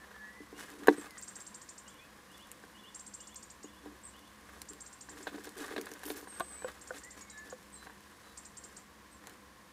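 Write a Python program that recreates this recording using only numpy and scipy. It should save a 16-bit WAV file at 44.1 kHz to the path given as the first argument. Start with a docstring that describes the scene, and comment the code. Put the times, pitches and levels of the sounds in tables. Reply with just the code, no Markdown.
"""A small owl shifts about in a wooden nest box, heard from very close.
Its feet thump the floor and its body knocks a wall, ringing the boards. Claws scrape and feathers
rustle in streams of tiny slips, and dry litter snaps underfoot. Outside, songbirds tick, whistle
and sing in gliding tones, over the hollow hush of the box and a low, far drone."""
import sys
import numpy as np
from scipy import signal
from scipy.fft import rfft, irfft
from scipy.io import wavfile

SR = 44100
rng = np.random.default_rng(int(sys.argv[2]) if len(sys.argv) > 2 else 0)


def wrap_up_sound(samples):
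    """Save the sound to the file named by the first command line argument, as 16-bit audio."""
    columns = np.atleast_2d(samples).T
    # keep every value between -1 and 1, then stretch to whole-number steps
    tamed = np.clip(columns, -1, 1)
    steps = np.round(tamed * 32767).astype(np.int16)
    wavfile.write(sys.argv[1], SR, steps)


N = 428652
TIME = np.arange(N) / SR

# Resonances of the floor. Each row: pitch in Hz, relative level in dB, t60 in seconds.
FLOOR_MODES = [(207, -21, 0.13), (294.8, -5.5, 0.14), (340, -6, 0.06), (352.5, -3, 0.077),
               (446.6, 2, 0.048), (767, -5, 0.043), (827, -15.5, 0.06), (936, -7, .041), (1117, -5, 0.029),
               (1407, -10, 0.02), (1576, 2, 0.02), (1747, 0, 0.021), (1980, -13, 0.047),
               (2710, -9.5, 0.0083), (3080, -16, 0.021), (3940, -13, .026), (4160, -11.5, 0.014)]


def from_db(db):
    """Decibels to gain."""
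    return 10 ** (np.asarray(db) / 20)


def rms_one(x):
    """Scale to unit rms."""
    return x / np.sqrt(np.mean(x ** 2) + 1e-20)


def add(out, start, sound):
    """Mix a short sound in at a start time in seconds."""
    at = max(round(start * SR), 0)
    out[at:at + len(sound)] += sound[:max(N - at, 0)]


def butter(x, hz, kind, order=2):
    """Causal low- or high-pass."""
    return signal.sosfilt(signal.butter(order, hz, kind, fs=SR, output="sos"), x)


def coloured(x, spectrum, size=4096):
    """Minimum-phase EQ with unit power gain: nothing sounds early."""
    hz, db = np.transpose(spectrum)
    log_hz = np.log(np.fft.rfftfreq(size, 1 / SR) + 1)
    log_gain = np.log(from_db(np.interp(log_hz, np.log(hz), db)))
    cepstrum = irfft(log_gain)[:size // 2]
    cepstrum[1:] *= 2
    response = irfft(np.exp(rfft(cepstrum, size)))
    return signal.fftconvolve(x, response / np.linalg.norm(response))[:N]


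def drift(rate):
    """A random wander of rms 1 with about rate turns a second."""
    knots = rng.standard_normal(int(N / SR * rate) + 2)
    return rms_one(np.interp(TIME * rate, np.arange(len(knots)), knots))


def grains(per_s, spread_db, clump_db, clump_rate):
    """Tiny slips of uneven size, swelling in clumps; rms 1."""
    sizes = from_db(spread_db * np.minimum(rng.exponential(1, N), 4)) * rng.choice([-1, 1], N)
    slips = rng.random(N) < per_s / SR
    clumps = from_db(clump_db * np.tanh(drift(clump_rate)))
    return rms_one(sizes * slips * clumps)


def echoes(x, t60, wet_db):
    """Dense reflections that die away; the power stays about the same."""
    t = TIME[:SR // 2]
    tail = rng.standard_normal(len(t)) * from_db(-60 * t / t60) * (t > .001)
    wet = from_db(wet_db)
    return (x + wet * signal.fftconvolve(x, tail / np.linalg.norm(tail))[:N]) / np.hypot(1, wet)


def far_drone():
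    """A low, distant rumble with a wavering hum in it."""
    # Its slow swell. Each row: time in seconds, relative level in dB.
    swell = [(0, -78), (2.5, -79), (4.3, -74), (6.7, -73), (8.2, -72.5), (9.72, -79.5)]
    # Its rumble. Each row: frequency in Hz, relative level in dB.
    colour = [(20, -26), (45, -10.5), (62, 2), (85, 0.5), (130, -19.5), (250, -34.5), (1000, -68)]
    hum_hz = 64.3
    hum = np.sqrt(2) * np.sin(2 * np.pi * hum_hz * TIME + 0.62 * drift(4.3))
    hum *= from_db(2.5 + 2.9 * drift(3.7))
    rumble = coloured(rng.standard_normal(N), colour, size=8192)
    return from_db(np.interp(TIME, *np.transpose(swell))) * (rumble + hum)


def box_hush():
    """Steady background noise coloured by the hollow of the box."""
    # Each row: frequency in Hz, relative level in dB.
    colour = [(20, -23), (45, -10), (64, -2.5), (85, -3.5), (145, -5), (175, -3), (208, 7.5), (245, -4.5),
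              (300, 0.5), (430, -9), (505, 0), (570, -8.5), (880, -7.5), (1060, 1), (1270, -8.5),
              (1750, -5.5), (2500, -13.5), (4000, -15.5), (8000, -19), (12000, -22.5), (15500, -28.5)]
    return from_db(-58) * coloured(rng.standard_normal(N), colour, size=8192)


def note(shape, pitch=1, waver=0.0038):
    """A wavering bird tone that follows rows of seconds, frequency (times pitch, in Hz) and dB."""
    times, hz, db = np.transpose(shape)
    t = np.arange(times[0], times[-1], 1 / SR)
    wobble = np.interp(t, np.linspace(times[0], times[0] + 1, 200), rng.standard_normal(200))
    glide_hz = pitch * np.interp(t, times, hz) * (1 + waver * wobble)
    envelope = from_db(np.interp(t, times, db)) * signal.windows.tukey(len(t), .1)
    return np.sqrt(2) * envelope * np.sin(2 * np.pi * np.cumsum(glide_hz) / SR)


def calls(rows, shape, pitch_spread):
    """One call repeated, never at quite the same pitch."""
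    out = np.zeros(N)
    for (start, db), sharp in zip(rows, rng.standard_normal(len(rows))):
        add(out, start, from_db(db) * note(shape, 1 + pitch_spread * sharp, waver=0.0068))
    return out


def whistles():
    """Far birds whistle straight glides, each loudest in the middle."""
    # Each row: start and length in seconds, first and last pitch in Hz, relative level in dB.
    glides = [(0, 0.049, 1750, 1770, -56), (0.133, 0.17, 1752, 1705, -52), (0.211, .22, 1878, 2020, -55.5),
              (0.545, 0.1, 2810, 2950, -59), (1.075, 0.11, 2125, 1935, -57), (1.978, 0.08, 2330, 2600, -62),
              (6.491, 0.19, 1965, 2610, -63.5), (7.028, 0.077, 1890, 2030, -53),
              (7.18, .25, 2274, 2060, -61.5), (7.293, 0.082, 3990, 3800, -63),
              (7.325, 0.144, 1717, 1745, -52), (7.59, .1, 5380, 5320, -70), (7.747, 0.1, 4030, 3980, -63.5),
              (8.23, 0.1, 4050, 3830, -65)]
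    out, along = np.zeros(N), np.linspace(0, 1, 20)
    swell_db = -7 * (2 * along - 1) ** 2
    for start, length, first_hz, last_hz, db in glides:
        shape = np.transpose([length * along, first_hz + (last_hz - first_hz) * along, swell_db])
        add(out, start, from_db(db - 1.5) * note(shape, waver=.012))
    return out


def scolding(sag_hz_per_s=840, fade_db_per_s2=9.5):
    """A bird scolds in runs of ticks; each run sinks in pitch and fades ever faster."""
    # Each row: opening relative level in dB, opening pitch in Hz, tick times in seconds.
    runs = [(-46, 7600, [1.175, 1.22, 1.276, 1.352, 1.4, 1.463, 1.541, 1.612, 1.686, 1.776, 1.875]),
            (-46.5, 7500, [2.943, 2.991, 3.061, 3.135, 3.201, 3.268, 3.355, 3.424, 3.498, 3.627]),
            (-47, 7480, [4.684, 4.802, 4.859, 4.924, 5.006, 5.089, 5.224]),
            (-49, 7350, [6.809, 6.87, 6.977, 7.032, 7.103, 7.206, 7.295, 7.372, 7.495]),
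            (-48.5, 7480, [8.371, 8.449, 8.567, 8.635, 8.763])]
    # A tick sweeps up and settles. Each row: time in seconds, pitch multiple, relative level in dB.
    tick = [(0, .54, -19), (.002, .64, -9.5), (.004, .86, 0), (.0055, 1.05, -0.5), (.0075, 1.22, -3),
            (.010, 1.05, -10), (.015, .99, -5.5), (.022, .98, -13)]
    out = np.zeros(N)
    for db, hz, times in runs:
        for start, (sharp, loud) in zip(times, rng.standard_normal((len(times), 2))):
            age = start - times[0]
            pitch = (hz - sag_hz_per_s * age) * (1 + .015 * sharp)
            gain = from_db(db + 1.9 * loud - fade_db_per_s2 * age ** 2)
            add(out, start, gain * note(tick, pitch))
    return from_db(2) * out


def alarm_call(start=6.268, length=.407, pitch_hz=8435, level_db=-53):
    """A long, thin whistle that starts sharp, settles and slowly sags."""
    sharp_hz, settle_s, sag_hz_per_s = 670, .02, 1270
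    out, t = np.zeros(N), np.linspace(0, length, 80)
    hz = pitch_hz + sharp_hz * np.exp(-t / settle_s) - sag_hz_per_s * t
    shape = np.transpose([t, hz, np.full_like(t, level_db)])
    add(out, start, note(shape, waver=0.0011))
    return out


def chirps():
    """Thin, high chirps with a quick zigzag in pitch."""
    # Each row: start in seconds, relative level in dB.
    cues = [(.958, -49.5), (4.028, -48.5), (7.718, -51), (9.105, -60.5)]
    # One chirp. Each row: time in seconds, pitch in Hz, relative level in dB.
    zigzag = [(0, 8630, -18), (.008, 7700, -3), (.016, 8600, -5.5), (.024, 8120, 2.5), (0.03, 8960, -4),
              (.042, 7470, -3.5), (.052, 7300, -5), (.064, 8260, -11), (.085, 7500, -23)]
    return from_db(-2.5) * calls(cues, zigzag, pitch_spread=0.0073)


def song():
    """A two-note song: each note dips, then leaps to a crest that hooks over."""
    # Each row: start in seconds, relative level in dB.
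    couplets = [(1.855, -58), (2.295, -56.5), (2.745, -56), (3.19, -59), (3.64, -62), (4.13, -61.5)]
    low_hz, high_hz = 2857, 3470
    note_s, step_s, dip_s, rise_s = 0.074, .088, 0.0131, 0.041
    t = np.linspace(0, step_s + note_s, 120)
    age = t % step_s
    climb = (1 - np.cos(np.pi * np.minimum((age - dip_s) / rise_s, 1.25))) / 2
    swell = np.sin(np.pi * np.clip(age / note_s, .01, .99))
    # The voice is softer on the crest and thins in mid-leap.
    db = 10 * np.log10(swell) - 4.5 * climb - 7 * np.sin(np.pi * climb)
    shape = np.transpose([t, low_hz + (high_hz - low_hz) * climb, db])
    return from_db(1.5) * calls(couplets, shape, pitch_spread=0.0051)


def songbirds():
    """Birds outside: their calls scatter among the trees and again inside the box."""
    far, ticks, alarm = whistles(), scolding(), alarm_call()
    near = echoes(ticks + chirps(), t60=0.05, wet_db=4) + alarm
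    far += song()
    near = echoes(near, t60=0.25, wet_db=-7)
    flicker = from_db(2 * drift(45))
    return near + echoes(far * flicker, t60=0.553, wet_db=-6)


def fidgeting():
    """Gain of the owl's slight, constant stirring."""
    # Each row: time in seconds, relative level in dB.
    stir = [(0, -71), (1.3, -67.5), (2.0, -69.5), (2.6, -66.5), (3.1, -75), (4.4, -68), (4.95, -69),
            (6.0, -61), (7.3, -69.5), (8.3, -67), (9.05, -79), (9.72, -79)]
    return from_db(np.interp(TIME, *np.transpose(stir)))


def litter(snap_t60=0.0074):
    """Dry bits break underfoot in short bursts of crackle; crumbs tick as the owl stirs."""
    # Each row: start in seconds, relative level in dB.
    snaps = [(0.7023, -38), (0.8729, -21), (1.1075, -35), (1.214, -39.5), (2.379, -43), (2.4244, -48),
             (2.5159, -30), (3.345, -39.5), (4.6176, -27), (4.734, -39.5), (5.4387, -39), (5.444, -34.5),
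             (5.4542, -34), (5.4918, -37.5), (5.581, -38), (5.8128, -27.5), (5.8575, -36.5), (5.916, -34),
             (5.937, -33), (6.034, -34), (6.055, -33), (6.398, -27.5), (9.271, -32), (9.296, -38)]
    # Their brittle tone. Each row: frequency in Hz, relative level in dB.
    colour = [(700, -36), (2000, 0), (4000, -0.5), (6000, 0.5), (9000, 2.5), (12000, 2), (15500, -7.5)]
    bursts, t = np.zeros(N), TIME[:SR // 30]
    for start, db in snaps:
        add(bursts, start, from_db(db - 60 * t / snap_t60) * rng.standard_normal(len(t)))
    crumbs = fidgeting() * grains(per_s=20, spread_db=3, clump_db=5, clump_rate=8)
    return coloured(from_db(-5) * bursts + from_db(-8) * crumbs, colour)


def strokes(rows, attack_s, release_t60):
    """Gain of a series of rubbing movements: each swells, holds and dies away."""
    power = np.zeros(N)
    for start, length, db in rows:
        t = np.arange(0, length + release_t60, 1 / SR)
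        attack = np.minimum(t / attack_s, 1)
        release_db = -60 * np.maximum(t - length, 0) / release_t60
        add(power, start, (attack * from_db(db + release_db)) ** 2)
    return np.sqrt(power)


def wing():
    """Stiff wing feathers slide: their barbs zip past each other in a fine, very bright swish."""
    # Each row: start and length in seconds, level in dB.
    swishes = [(6.045, .075, -50.5), (6.155, 0.055, -54.5)]
    # Their sheen. Each row: frequency in Hz, relative level in dB.
    colour = [(3000, -25), (7000, -11), (10500, 3), (13500, 4), (15500, -5)]
    barbs = coloured(grains(per_s=7100, spread_db=2, clump_db=5, clump_rate=160), colour)
    return strokes(swishes, attack_s=.016, release_t60=0.085) * barbs


def skids():
    """A claw catches and slips on the grain in a short crunch."""
    # Each row: start in seconds, relative level in dB, t60 in seconds.
    catches = [(0.884, -28, 0.04), (5.269, -39.5, 0.11), (5.342, -49, .09), (5.446, -47, 0.058),
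               (5.471, -43.5, .04), (5.598, -53, 0.19), (5.705, -47.5, 0.099), (5.763, -32.5, 0.02),
               (5.778, -37.5, 0.062), (5.868, -52, 0.11), (6.102, -36.5, 0.038), (6.405, -36, 0.032),
               (6.69, -55, .08), (6.941, -51, 0.14), (7.869, -45, 0.02)]
    # The crunch. Each row: frequency in Hz, relative level in dB.
    colour = [(300, -16), (620, 1), (1000, -4), (1250, -9), (1600, 2.5), (2000, -11), (2500, -6.5),
              (3100, -12.5), (3700, -6), (4200, -9.5), (4700, -18.5), (9000, -29)]
    grip, t = np.zeros(N), TIME[:SR // 6]
    for start, db, t60 in catches:
        add(grip, start, from_db(db - 60 * t / t60))
    slips = grains(per_s=1500, spread_db=3, clump_db=2, clump_rate=250)
    return from_db(1) * coloured(grip * slips, colour)


def board(modes, weight_db=0, low_below_hz=600):
    """A struck board rings: neighbouring modes swing opposite ways; weight favours the low ones."""
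    t = TIME[:SR // 3]
    ring = np.zeros(len(t))
    for k, (hz, db, t60) in enumerate(modes):
        decay = from_db(db + weight_db * (hz < low_below_hz) - 60 * t / t60)
        ring += (-1) ** k * decay * np.sin(2 * np.pi * hz * t)
    return ring


def shuffling():
    """Feet drag over the floor and make it rumble, claws scrape, feathers brush the walls."""
    # Each row: start and length in seconds, then relative scrape, foot pressure and rustle in dB.
    shuffles = [(0, 0.26, -62.5, -71, -94), (0.559, 0.077, -52.5, -55, -58),
                (0.67, 0.086, -59.5, -53.5, -68), (0.775, 0.067, -57.5, -47.5, -66),
                (0.882, 0.045, -51, -60, -57.5), (0.964, 0.1, -52.5, -62, -62.5),
                (1.136, 0.043, -57.5, -65, -70), (1.265, 0.25, -64, -79, -71), (2.3, 0.086, -68, -72, -69),
                (3.815, 0.11, -65, -56.5, -84), (4.453, 0.16, -61.5, -69, -69.5),
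                (4.69, 0.035, -66, -52, -75), (5.08, 0.067, -60, -55, -71), (5.147, 0.078, -57, -53, -62.5),
                (5.31, 0.075, -58, -46.5, -64.5), (5.425, 0.038, -67, -55, -61.5),
                (5.56, 0.062, -51.5, -43.5, -54), (5.625, .1, -51.5, -54, -60.5),
                (5.764, 0.033, -58, -41, -68), (5.83, 0.11, -56.5, -56, -69),
                (6.043, 0.071, -54.5, -44.5, -56), (6.138, 0.056, -55, -48.5, -59.5),
                (6.313, .07, -55.5, -59, -66), (6.504, 0.045, -62.5, -62, -73),
                (6.665, 0.034, -50.5, -60, -62), (6.838, 0.064, -61, -67, -64.5),
                (6.93, 0.034, -51, -54.5, -58), (7.153, 0.045, -61.5, -58.5, -63),
                (7.437, 0.038, -60, -56, -62), (7.799, 0.063, -59.5, -63, -67.5),
                (8.218, 0.056, -62, -70, -70), (8.627, 0.16, -64.5, -65, -70),
                (9.22, 0.12, -62, -62.5, -71)]
    # Tone of claws and of feathers. 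Each row: frequency in Hz, relative level in dB.
    claw_colour = [(300, -12.5), (500, 0.5), (630, -5), (760, -1), (900, -1), (1070, 1), (1280, -3.5),
                   (1600, 3.5), (1900, 1.5), (2200, -12), (3000, -12), (3700, -11.5), (5000, -24),
                   (8000, -24.5)]
    feather_colour = [(900, -15), (2000, 6.5), (3600, 4), (5000, 5), (8000, 5), (11000, 2), (15500, -10.5)]
    starts, lengths, scrape_db, pressure_db, rustle_db = np.transpose(shuffles)

    def movement(levels_db, fidget_db):
        """Gain of the shuffles, with fidgeting in between."""
        moves = strokes(zip(starts, lengths, levels_db), attack_s=0.019, release_t60=0.23)
        return np.hypot(moves, from_db(fidget_db) * fidgeting())

    slips = grains(per_s=900, spread_db=1, clump_db=1, clump_rate=150)
    drag = signal.fftconvolve(slips, board(FLOOR_MODES))[:N]
    rumble = rms_one(butter(butter(drag, 190, "low"), 147, "high", order=4))
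    claws = coloured(grains(per_s=1300, spread_db=2.5, clump_db=6, clump_rate=110), claw_colour)
    feathers = coloured(grains(per_s=9000, spread_db=6, clump_db=3, clump_rate=110), feather_colour)
    return (from_db(-3.5) * movement(pressure_db, fidget_db=-6.5) * rumble
            + from_db(2) * movement(scrape_db, fidget_db=0) * claws
            + from_db(3) * movement(rustle_db, fidget_db=-4) * feathers)


def blows(rows, modes, vary_db):
    """Each blow lands on a new spot and rings its own mix of modes; a soft contact dulls the top."""
    out = np.zeros(N)
    for start, db, contact_hz, weight_db in rows:
        spot = rng.uniform(-1.65, 1, len(modes))
        mix = [(hz, level + vary_db * luck, t60) for (hz, level, t60), luck in zip(modes, spot)]
        ring = butter(board(mix, weight_db), contact_hz, "low")
        ring = butter(ring, 100, "high")
        add(out, start, from_db(db) * ring / np.abs(ring).max())
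    return out


def wall_knocks():
    """The owl's body bumps a wall and sets it ringing."""
    # Each row: start in seconds, peak in dB, contact cut-off in Hz, low-mode weight in dB.
    knocks = [(6.399, -30.5, 2500, -18), (6.4045, -23, 2200, -6.5), (6.6455, -27.5, 1490, 6),
              (6.9065, -29, 1800, 6), (7.5235, -39.5, 1400, -16), (7.527, -38, 1190, 14)]
    # Resonances of the wall. Each row: pitch in Hz, relative level in dB, t60 in seconds.
    wall_modes = [(290, -37, .09), (360, -10.5, 0.11), (509, -0.5, 0.092), (670, -1, 0.051),
                  (744, -4.5, 0.067), (1070, 4, 0.03), (1180, -8, 0.085), (1484, 10, 0.029),
                  (1786, 0, 0.027), (2520, -19, .02), (2930, -5, 0.016)]
    return blows(knocks, wall_modes, vary_db=7)


def footsteps():
    """The owl's feet thump on the wooden floor."""
    # Each row: start in seconds, peak in dB, contact cut-off in Hz, low-mode weight in dB.
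    steps = [(.403, -41, 140, 0), (.526, -40, 350, -5), (.8715, -21.5, 6000, -7), (.8825, -4, 2100, 2.2),
             (.909, -28, 260, 3), (.921, -30, 200, -2), (.942, -41, 5000, 1), (.9805, -33, 130, 2),
             (2.637, -40.5, 3000, -4), (3.642, -39.5, 220, -6), (3.858, -39, 335, -9.5),
             (4.616, -47, 7000, -17), (5.087, -38.5, 5000, -11), (5.269, -28.5, 3500, -6.5),
             (5.342, -35, 280, 0), (5.381, -39, 400, -6), (5.471, -36, 5000, 2), (5.711, -36.5, 6000, 17),
             (5.736, -36.5, 450, 5), (5.7625, -28.5, 5500, 2), (5.778, -34, 5000, -6), (5.785, -34, 398, 9),
             (5.889, -46, 5000, -12), (5.916, -38, 5000, 3), (6.033, -35, 6000, -17),
             (6.102, -32.5, 420, -6), (6.227, -44, 795, -2), (6.272, -38, 2000, -11), (6.62, -37, 4500, -8),
             (7.869, -38, 3000, -8.5), (7.896, -42.5, 2500, -17), (9.271, -44.5, 2500, -6)]
    return blows(steps, FLOOR_MODES, vary_db=-0.6)


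def scene():
    """The owl in its box, the birds outside and the background, in mono."""
    wood = footsteps() + wall_knocks()
    friction = shuffling() + wing() + skids()
    owl = echoes(wood, t60=0.12, wet_db=-25.5)
    owl += echoes(friction, t60=0.036, wet_db=-8)
    owl += echoes(litter(), t60=0.044, wet_db=-7.5)
    return (owl + songbirds() + far_drone() + box_hush())[None]


def record(dry):
    """A steep low-pass takes off the very top."""
    cutoff_hz = 15550
    return signal.sosfilt(signal.ellip(12, .1, 80, cutoff_hz, fs=SR, output="sos"), dry)


dry = scene()
out = record(dry)
wrap_up_sound(out)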